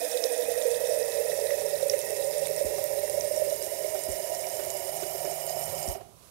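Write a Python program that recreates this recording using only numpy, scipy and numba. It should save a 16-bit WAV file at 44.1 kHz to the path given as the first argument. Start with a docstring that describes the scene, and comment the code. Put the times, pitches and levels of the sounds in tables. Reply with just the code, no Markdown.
"""You hear water hissing, gulping and ticking into a small steel pot in a kitchen sink, until the tap is shut.
Jets from the spray tap drag air under as bubbles and make the steel ring. The air above the water
sounds hollow, and its overtones climb as the pot fills. The pipes rumble softly underneath.
A hand-held phone listens close by: its right microphone is open, while the left one is covered
by the hand and hears muffled water with the hand's rubs and knocks."""
import sys
import numpy as np
from scipy import signal
from scipy.fft import rfft, irfft, next_fast_len
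from scipy.io import wavfile
from scipy.ndimage import uniform_filter1d
from numba import njit

SR = 44100
rng = np.random.default_rng(int(sys.argv[2]) if len(sys.argv) > 2 else 0)


def unload_wav(signal):
    """Save mono or channel-first audio to the path in sys.argv[1] as 16-bit WAV at rate SR, clipped to [-1, 1]."""
    wavfile.write(
        sys.argv[1],
        SR,
        np.round(np.clip(np.atleast_2d(signal).T, -1, 1) * 32767).astype(np.int16),
    )


N = 278006
T = np.arange(N) / SR
SHUT_S = 5.92  # the tap is shut


def undb(db):
    """Turn decibels into a factor to multiply by."""
    return 10 ** (np.asarray(db) / 20)


def level(x, db):
    """Scale a sound to an average (rms) level."""
    return x * undb(db) / np.sqrt(np.mean(x ** 2))


def curves(table):
    """Join a table's points in time with straight lines: one curve for each value column."""
    times, *columns = np.transpose(table)
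    return [np.interp(T, times, column) for column in columns]


def shut(db_per_s):
    """Change in dB: zero while the tap runs, then falling steadily."""
    return -db_per_s * np.maximum(T - SHUT_S, 0)


@njit
def moving_band(x, hz, width):
    """A filter that lets through the sound near one pitch; that pitch may move."""
    y, mid, low, tuning, damping = np.empty(len(x)), 0., 0., 0., 0.
    for i in range(len(x)):
        if i % 16 == 0:
            tuning, damping = np.tan(np.pi * hz[i] / SR), width[i] / hz[i]
        swing = (mid + tuning * (x[i] - low)) / (1 + tuning * (tuning + damping))
        mid, low = 2 * swing - mid, low + 2 * tuning * swing
        y[i] = damping * swing
    return y


def band(x, hz, width):
    """One resonance, a pitch at which something likes to ring; the width is in Hz too."""
    return moving_band(x, hz + 0. * T, width + 0. * T)


def steep_band(x, hz, width):
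    """The same resonance twice, so less gets through on either side."""
    return band(band(x, hz, width), hz, width)


def modes(x, table):
    """Add up resonances (f/Hz, width/Hz, level/dB), flipping the sign of every other one."""
    return sum((-1) ** k * undb(db) * steep_band(x, hz, width) for k, (hz, width, db) in enumerate(table))


def noise(flicker_db=0, flicker_hz=20):
    """Noise whose loudness flickers at random around a steady average."""
    step = int(SR / flicker_hz)
    stairs = np.repeat(rng.standard_normal(N // step + 1), step)
    walk = uniform_filter1d(uniform_filter1d(stairs, step), step)[:N]
    walk = walk - uniform_filter1d(walk, 6 * step)  # take out slow drift
    return rng.standard_normal(N) * undb(flicker_db * walk / walk.std())


def colour(x, spectrum):
    """Turn pitches up or down along a curve of (f/Hz, level/dB) points."""
    hz, db = np.transpose(spectrum)
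    n = next_fast_len(N)
    freqs = np.maximum(np.arange(n // 2 + 1) * SR / n, 1)
    gain = undb(np.interp(np.log(freqs), np.log(hz), db))
    return irfft(rfft(x, n) * gain, n)[:N]


@njit
def ring(starts, hz, sizes, cycles, glide, rise):
    """Bubble tones: swell over `rise` cycles, fade 60 dB over `cycles`, go up by the share `glide`."""
    y = np.zeros(N)
    for j in range(len(starts)):
        length, start = cycles / hz[j] * SR, int(starts[j] * SR)
        phase, fade, held_back = 0., sizes[j], 1.
        fall, release = 1000. ** (-1 / length), np.exp(-hz[j] / SR / rise)
        for i in range(min(int(length), N - start)):
            phase += 2 * np.pi * hz[j] * (1 + glide * i / length) / SR
            fade, held_back = fade * fall, held_back * release
            y[start + i] += fade * (1 - held_back) * np.sin(phase)
    return y


def swarm(count, lo_hz, hi_hz, cycles, spread_db, glide, rise):
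    """Bubbles at random times and pitches; a wider spread makes a few of them stand out."""
    when, pitch, loud = rng.random((count, 3)).T
    sizes = undb(-spread_db * np.log(1 - .995 * loud))
    hz = lo_hz * (hi_hz / lo_hz) ** pitch
    return level(ring(when * N / SR, hz, sizes, cycles, glide, rise), 0)


def listed_rings(table, cycles, glide, rise):
    """One bubble tone for each row (t/s, level/dB, f/Hz)."""
    starts, db, hz = np.transpose(table)
    return ring(starts, hz, undb(db), cycles, glide, rise)


def ragged(x, share=.31):
    """Roughen a tone by shaking its loudness at random."""
    return x * (1 - share + share * level(band(noise(), 250, 1100), 0))


def with_spatter(table, droplets=3, within_s=.03):
    """Each drop throws up weaker droplets that land just after it, at nearby pitches."""
    starts, db, hz = np.repeat(table, droplets, axis=0).T
    late, weak, bend = rng.random((len(starts), 3)).T
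    small = np.transpose([starts + .004 + within_s * late, db - 9.5 - 8 * weak, hz * (.85 + .283 * bend)])
    return np.vstack([table, small])


def air_overtones(lift_db):
    """Two high resonances of the air in the pot, which climb as it fills."""
    # t/s, first f/Hz, second f/Hz, second level/dB
    overtones = [(0, 1790, 2527, -16.5), (2.6, 2070, 2680, -21), (3.1, 2120, 2780, -25),
                 (3.6, 2100, 2910, -21.5), (6.3, 2280, 2986, -15.5)]
    first_hz, second_hz, second_db = curves(overtones)
    wander = 1 + .015 * level(band(noise(), 7, 12), 0)  # the surface heaves
    return [(first_hz, 550, -19.5 - .47 * T + lift_db), (second_hz * wander, 193, second_db + lift_db)]


def basin_modes(lift_db):
    """Resonances of pot and sink that hold their pitch while their strength changes."""
    # f/Hz, width/Hz, level/dB
    basin = [(290, 110, -38), (530, 80, -12), (765, 110, -16), (945, 130, -23), (1060, 70, -30),
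             (1375, 170, -31), (1715, 80, -27), (1900, 60, -17)]
    rows = []
    for hz, width, db in basin:
        if hz > 850:  # rung by the jets themselves
            db = db + lift_db
        if 850 < hz < 1200:  # these open up as the water nears the rim
            db = db + 1.14 * T
        if 700 < hz < 850:
            db = db - .2 * T
        rows.append((hz, width, db))
    return rows


def churn(air_note, cloud_note, spray_db):
    """Jets drag air under; swirling water and big bubbles stir up the hollow notes of pot and sink."""
    # loudest at half depth, then damped by the deepening water: t/s, level/dB
    loudness = [(0, -38), (.8, -34.5), (1.3, -32), (2.9, -29.5), (3.6, -34), (4.8, -37), (5.85, -38.5)]
    slosh_db = 1.5 * np.exp(-((T - SHUT_S) / .036) ** 2)  # the collapsing jets drop in at once
    churn_db = curves(loudness)[0] + slosh_db + shut(db_per_s=134.5)
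    bubbles = swarm(count=1500, lo_hz=366, hi_hz=2823, cycles=18.2, spread_db=0, glide=.2, rise=.37)
    push = noise(.33, 25.21) + undb(-16) * bubbles
    # the high resonances follow the spray's loudness, but die away more slowly
    lift_db = spray_db + 2 - churn_db - shut(db_per_s=122)
    bottom = (300, 70, -9 - 20 * T)  # the thinly covered bottom booms until the water damps it
    body = modes(push, [air_note, cloud_note, bottom] + air_overtones(lift_db))
    body = body + modes(push, basin_modes(lift_db))
    body = body - band(body, 872, 110)  # two resonances of the sink cancel here
    hollow = undb(churn_db) * body
    wanted_rms = np.std(undb(churn_db) * level(push, -.36))
    return hollow * wanted_rms / hollow.std()


def steel_ring(push):
    """Steel and hollows ring unevenly under the shifting jets, and change as water loads the wall."""
    # empty f/Hz, full f/Hz, width/Hz, empty level/dB, full level/dB
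    steel = [(3650, 4100, 490, 6, -8), (4980, 4990, 40, -1.5, 8), (5650, 5420, 220, -1.5, 4),
             (6570, 6500, 91, -10, 4), (7210, 7100, 260, -6.5, 5), (7570, 7510, 90, -9, 8),
             (8560, 8570, 280, -5, 3.5), (8970, 8970, 150, 6.5, 8), (10180, 10200, 160, -1.5, 4),
             (10830, 10830, 230, -8, -1), (11660, 11750, 450, -3, -0.5), (12800, 12750, 320, -4, -6),
             (14000, 14000, 300, -6, 0), (14550, 9000, 60, -9, -3)]
    filled = T / T[-1]
    ringing = np.zeros(N)
    for empty_hz, full_hz, width, empty_db, full_db in steel:
        flicker_db = 2.5 * level(band(noise(), 3.9, 8.7), 0)
        db = empty_db + (full_db - empty_db) * filled + flicker_db
        ringing += undb(db) * band(push, empty_hz + (full_hz - empty_hz) * filled, width)
    return ringing


def spray():
    """The hiss of the jets and of tiny bursting bubbles, coloured by the steel."""
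    # tone of the hiss: f/Hz, level/dB
    spectrum = [(590, -61), (1000, -29), (1160, -11.5), (1910, -2), (2580, -10), (4380, -11.5), (4870, -6),
                (7990, -5), (8870, -1.5), (13100, -4), (15800, -3.5)]
    fizz = swarm(count=2500, lo_hz=4640, hi_hz=15800, cycles=60, spread_db=2, glide=.16, rise=.28)
    spatter = swarm(count=1200, lo_hz=5860, hi_hz=15000, cycles=14, spread_db=3.5, glide=.046, rise=.25)
    jets = band(noise(1.4, 55), 4500, 6000) + band(noise(1.2, 90), 11500, 9000)
    fizz_db = -5.5 - .8 * T  # weaker as the water has less far to fall
    push = level(jets, 0) + undb(fizz_db) * fizz + undb(-8.5) * spatter
    push = push + steel_ring(push)
    sizzle = undb(4.5 * T) * level(steep_band(push, 13002, 2600), -33.5)  # grows as the surface rises
    return level(colour(push, spectrum), -1.31) + sizzle


def plumbing():
    """The low rumble of pipe and sink, with a steadier hum on top."""
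    # t/s, rumble level/dB, hum level/dB
    loudness = [(0, -69, -75), (.42, -75, -76), (.46, -59, -62), (1.7, -61, -63.5), (2.4, -58, -59.5),
                (3.05, -55, -64), (3.9, -60, -63.5), (4.6, -58.5, -60), (5.1, -57, -61), (5.75, -57.5, -53),
                (5.9, -58, -49), (5.96, -56.5, -68), (6.3, -61.5, -66)]
    rumble_db, hum_db = curves(loudness)
    deep = level(band(band(noise(2, 5), 90, 90), 90, 140), -2)
    pipe = level(band(noise(), 89, 24), -7)
    upper = level(steep_band(noise(), 212, 120), -13.5)
    hum = level(band(band(noise(), 158, 5), 158, 30), -1.7)
    return undb(rumble_db) * (deep + pipe + upper) + undb(hum_db) * hum


def room_noise():
    """The faint background rush of the kitchen."""
    # f/Hz, level/dB
    spectrum = [(120, -42), (200, -5), (681, 4), (879, -7), (1020, 1), (1760, -14), (2320, -11),
                (11400, -8), (15800, -17)]
    return level(colour(noise(1, 10), spectrum), -59)


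def single_bubbles():
    """Single bubbles ring out of the stream, from deep glugs to small plinks with a little splash."""
    # t/s, level/dB, f/Hz
    bubbles = [(0.1306, -31, 3600), (0.173, -22, 3880), (0.2389, -25, 3680), (0.4229, -28.5, 3600),
               (0.5526, -31, 1840), (0.6165, -28, 3600), (0.7452, -29, 3580), (0.8505, -30.5, 3720),
               (1.1223, -31, 3870), (1.1732, -29, 3780), (1.3179, -30, 1900), (1.4696, -28, 3900),
               (1.5052, -25, 1950), (1.707, -31.5, 3740), (1.7554, -29, 3950), (1.8262, -31, 3880),
               (1.9358, -28, 2080), (2.1969, -32, 3850), (2.2243, -31, 3800), (2.4558, -27, 3620),
               (2.4698, -32, 2200), (2.4838, -30, 4000), (2.9886, -31.5, 3930), (3.0761, -33, 1910),
               (3.5079, -34, 3960), (3.8432, -33.5, 2190), (4.4418, -31, 2290), (4.592, -29, 399),
               (5.026, -27, 379), (5.248, -30, 382), (1.615, -32, 767), (1.80, -32, 724),
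               (2.78, -29.5, 737), (3.95, -29.5, 722), (5.949, -32.5, 693), (6.008, -37, 700)]
    tones = listed_rings(with_spatter(bubbles), cycles=52.5, glide=.078, rise=.93)
    outline = uniform_filter1d(np.abs(band(tones, 3700, 2000)), size=60)
    splash = outline * band(noise(), 3600, 2500)
    return ragged(tones) + undb(-12) * splash


def drop_ticks():
    """Drops land with a short crack, a bright ring and a trailing splat."""
    # t/s, level/dB, f/Hz
    drops = [(0.174, -29, 8800), (0.2394, -19, 5330), (0.5783, -29, 8980), (0.715, -24, 8970),
             (1.0502, -52, 8940), (1.898, -18, 5540), (1.9906, -23, 10300), (2.106, -26, 8900),
             (2.3121, -27, 11900), (2.3825, -27, 9290), (2.471, -23, 9000), (2.5634, -25, 8700),
             (2.8405, -19, 13500), (3.0974, -22.5, 9500), (3.2094, -25.5, 5760), (3.362, -25, 8270),
             (3.4516, -34, 9300), (3.6256, -24, 9350), (4.0372, -27, 9500), (4.468, -31, 5650),
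             (4.7032, -25.5, 7050), (4.7734, -27, 10600), (4.9696, -30, 8900), (5.466, -26, 9350),
             (5.64, -32, 5750), (5.878, -32, 5500), (5.918, -41, 5700), (5.94, -40, 5650)]
    tones = ragged(listed_rings(with_spatter(drops), cycles=89, glide=.055, rise=.73))
    cracks = undb(5.5) * listed_rings(drops, cycles=15, glide=.05, rise=.3)
    outline = uniform_filter1d(np.abs(listed_rings(drops, cycles=140, glide=0., rise=3.3)), size=24)
    splats = undb(-3) * outline * rng.standard_normal(N)
    return band(tones + cracks + splats, 8000, 14000)


def gulps(air_hz, cloud_hz, shallow_until_s=1.05):
    """Big bubbles close under the jets: at the cloud note while shallow, then just under the air note."""
    # t/s, level/dB
    big_bubbles = [(0.249, -4.5), (0.482, -11), (0.652, -4), (0.675, -7.5), (0.972, -11.5), (1.009, -9.5),
                   (1.086, -14), (1.206, -10.5), (1.385, -11.5), (1.452, -8.5), (1.512, -12),
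                   (1.655, -16.5), (1.742, -11.5), (1.826, -7), (1.935, -5.5), (2.19, -13.5), (2.403, -16),
                   (2.503, -17), (2.581, -12), (2.608, -7.5), (3.176, -14), (3.255, -20), (3.308, -8.5),
                   (3.37, -9.5), (3.417, -7), (3.473, -11.5), (3.521, -10.5), (3.617, -16.5), (3.842, -14),
                   (4.667, -15.5), (5.243, -12.5), (5.567, -13)]
    pitch = np.where(T < shallow_until_s, cloud_hz, .95 * air_hz)
    rows = [(start, db, pitch[int(start * SR)]) for start, db in big_bubbles]
    return band(listed_rings(rows, cycles=23.4, glide=.083, rise=3.4), 548, 227)


def hand_rubs():
    """The hand scrapes on the covered microphone: a low noise that swells and fades."""
    # peak t/s, peak level/dB, slope on both sides/(dB per s)
    rubs = [(.45, -82, 14), (2.85, -70, 22), (5.27, -58, 62)]
    gain = undb(-90) + sum(undb(db - slope * np.abs(T - peak_s)) for peak_s, db, slope in rubs)
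    return gain * level(band(band(noise(2, 12), 60, 90), 60, 120), 0)


def tap_whistle(start_s=2.35):
    """The running tap starts to whistle, faint and very high."""
    # f/Hz, width/Hz, level/dB compared with the spray
    tones = [(13240, 150, -19), (13430, 130, -16)]
    whistle = sum(level(band(noise(1.7, 8.7), hz, width), db) for hz, width, db in tones)
    return whistle * np.clip((T - start_s) / .2, 0, 1)


def hand_knocks(phase_rad):
    """The hand knocks the phone and its case rings, high notes first; blunt knocks have less treble."""
    # t/s, level/dB, treble level/dB
    knocks = [(2.639, -29.5, -1), (3.603, -48, 0), (4.0795, -29.5, -1), (5.772, -45, -6),
              (5.870, -22.5, -16)]
    # notes of the case: f/Hz, delay/s, time to fade by 60 dB/s, level/dB
    case = [(1000, .003, .025, -17), (345, .004, .026, 4), (215, .005, .04, 0), (78, .0105, .08, 6.5),
            (48, .022, .12, -1)]
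    out, t = np.zeros(N + SR), T[:SR // 2]
    for knock_s, db, treble_db in knocks:
        for hz, delay_s, fade_s, note_db in case:
            start = int((knock_s + delay_s) * SR)
            size = undb(db + note_db + treble_db * np.clip(hz / 170 - 1, 0, 1))
            phase = phase_rad * (.5 if hz > 150 else 1)  # high notes reach both microphones more alike
            outline = np.tanh(hz * t) * 1000 ** (-t / fade_s)
            out[start:start + len(t)] += size * outline * np.sin(2 * np.pi * hz * t + phase)
    return out[:N]


def scene():
    """The sink as heard by the covered left microphone and the open right one."""
    # hollow notes of the air in the pot and of the bubble cloud:
    # t/s, air f/Hz, air width/Hz, cloud f/Hz, cloud width/Hz, cloud level/dB
    notes = [(0, 666, 128, 494.3, 32.4, 11.5), (.9, 610, 133, 482.4, 56.3, 4),
             (1.9, 564.4, 91, 434, 97, -10.5), (3.0, 595.4, 72, 428, 110, -12),
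             (4.2, 625, 116.2, 391.5, 80.4, -8), (5.7, 652, 220, 377, 61, -12.5),
             (6.1, 700, 196, 380, 61, 1)]
    # what gets past the hand: f/Hz, width/Hz, level/dB
    leak = [(510, 340, -39.5), (426, 45, -28.5), (694, 52, -36), (1790, 130, -28.5), (865, 34, -16)]
    air_hz, air_width, cloud_hz, cloud_width, cloud_db = curves(notes)
    spray_db = -37 - .4061 * T + shut(db_per_s=289)
    room = room_noise()
    water = churn((air_hz, air_width, 0), (cloud_hz, cloud_width, cloud_db), spray_db)
    water += single_bubbles() + gulps(air_hz, cloud_hz)
    water += undb(spray_db) * (spray() + tap_whistle()) + drop_ticks()
    kitchen = undb(5.5) * (water + plumbing() + room)
    covered = modes(kitchen, leak) + hand_knocks(phase_rad=0) + hand_rubs()
    uncovered = kitchen + undb(-3) * hand_knocks(phase_rad=-1.95)  # the case bends differently here
    return np.array([covered, uncovered])


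def record(dry):
    """The covered microphone adds hiss, strongest where its opening rings; then bass and top are cut."""
    # the faint, broad part of the hiss: f/Hz, level/dB
    spectrum = [(100, -7.5), (600, -24), (1500, -25), (5000, -33), (9000, -43), (14000, -31.5)]
    opening = signal.sosfilt(signal.butter(6, [9900, 11500], "band", fs=SR, output="sos"), noise())
    hiss = level(opening, -66.5) + level(colour(noise(), spectrum), -74)
    wet = dry + np.array([hiss, np.zeros(N)])
    wet = signal.sosfilt(signal.butter(2, 35, "high", fs=SR, output="sos"), wet)
    return signal.sosfilt(signal.ellip(12, .2, 80, 15730, fs=SR, output="sos"), wet)


dry = scene()
out = record(dry)
unload_wav(out)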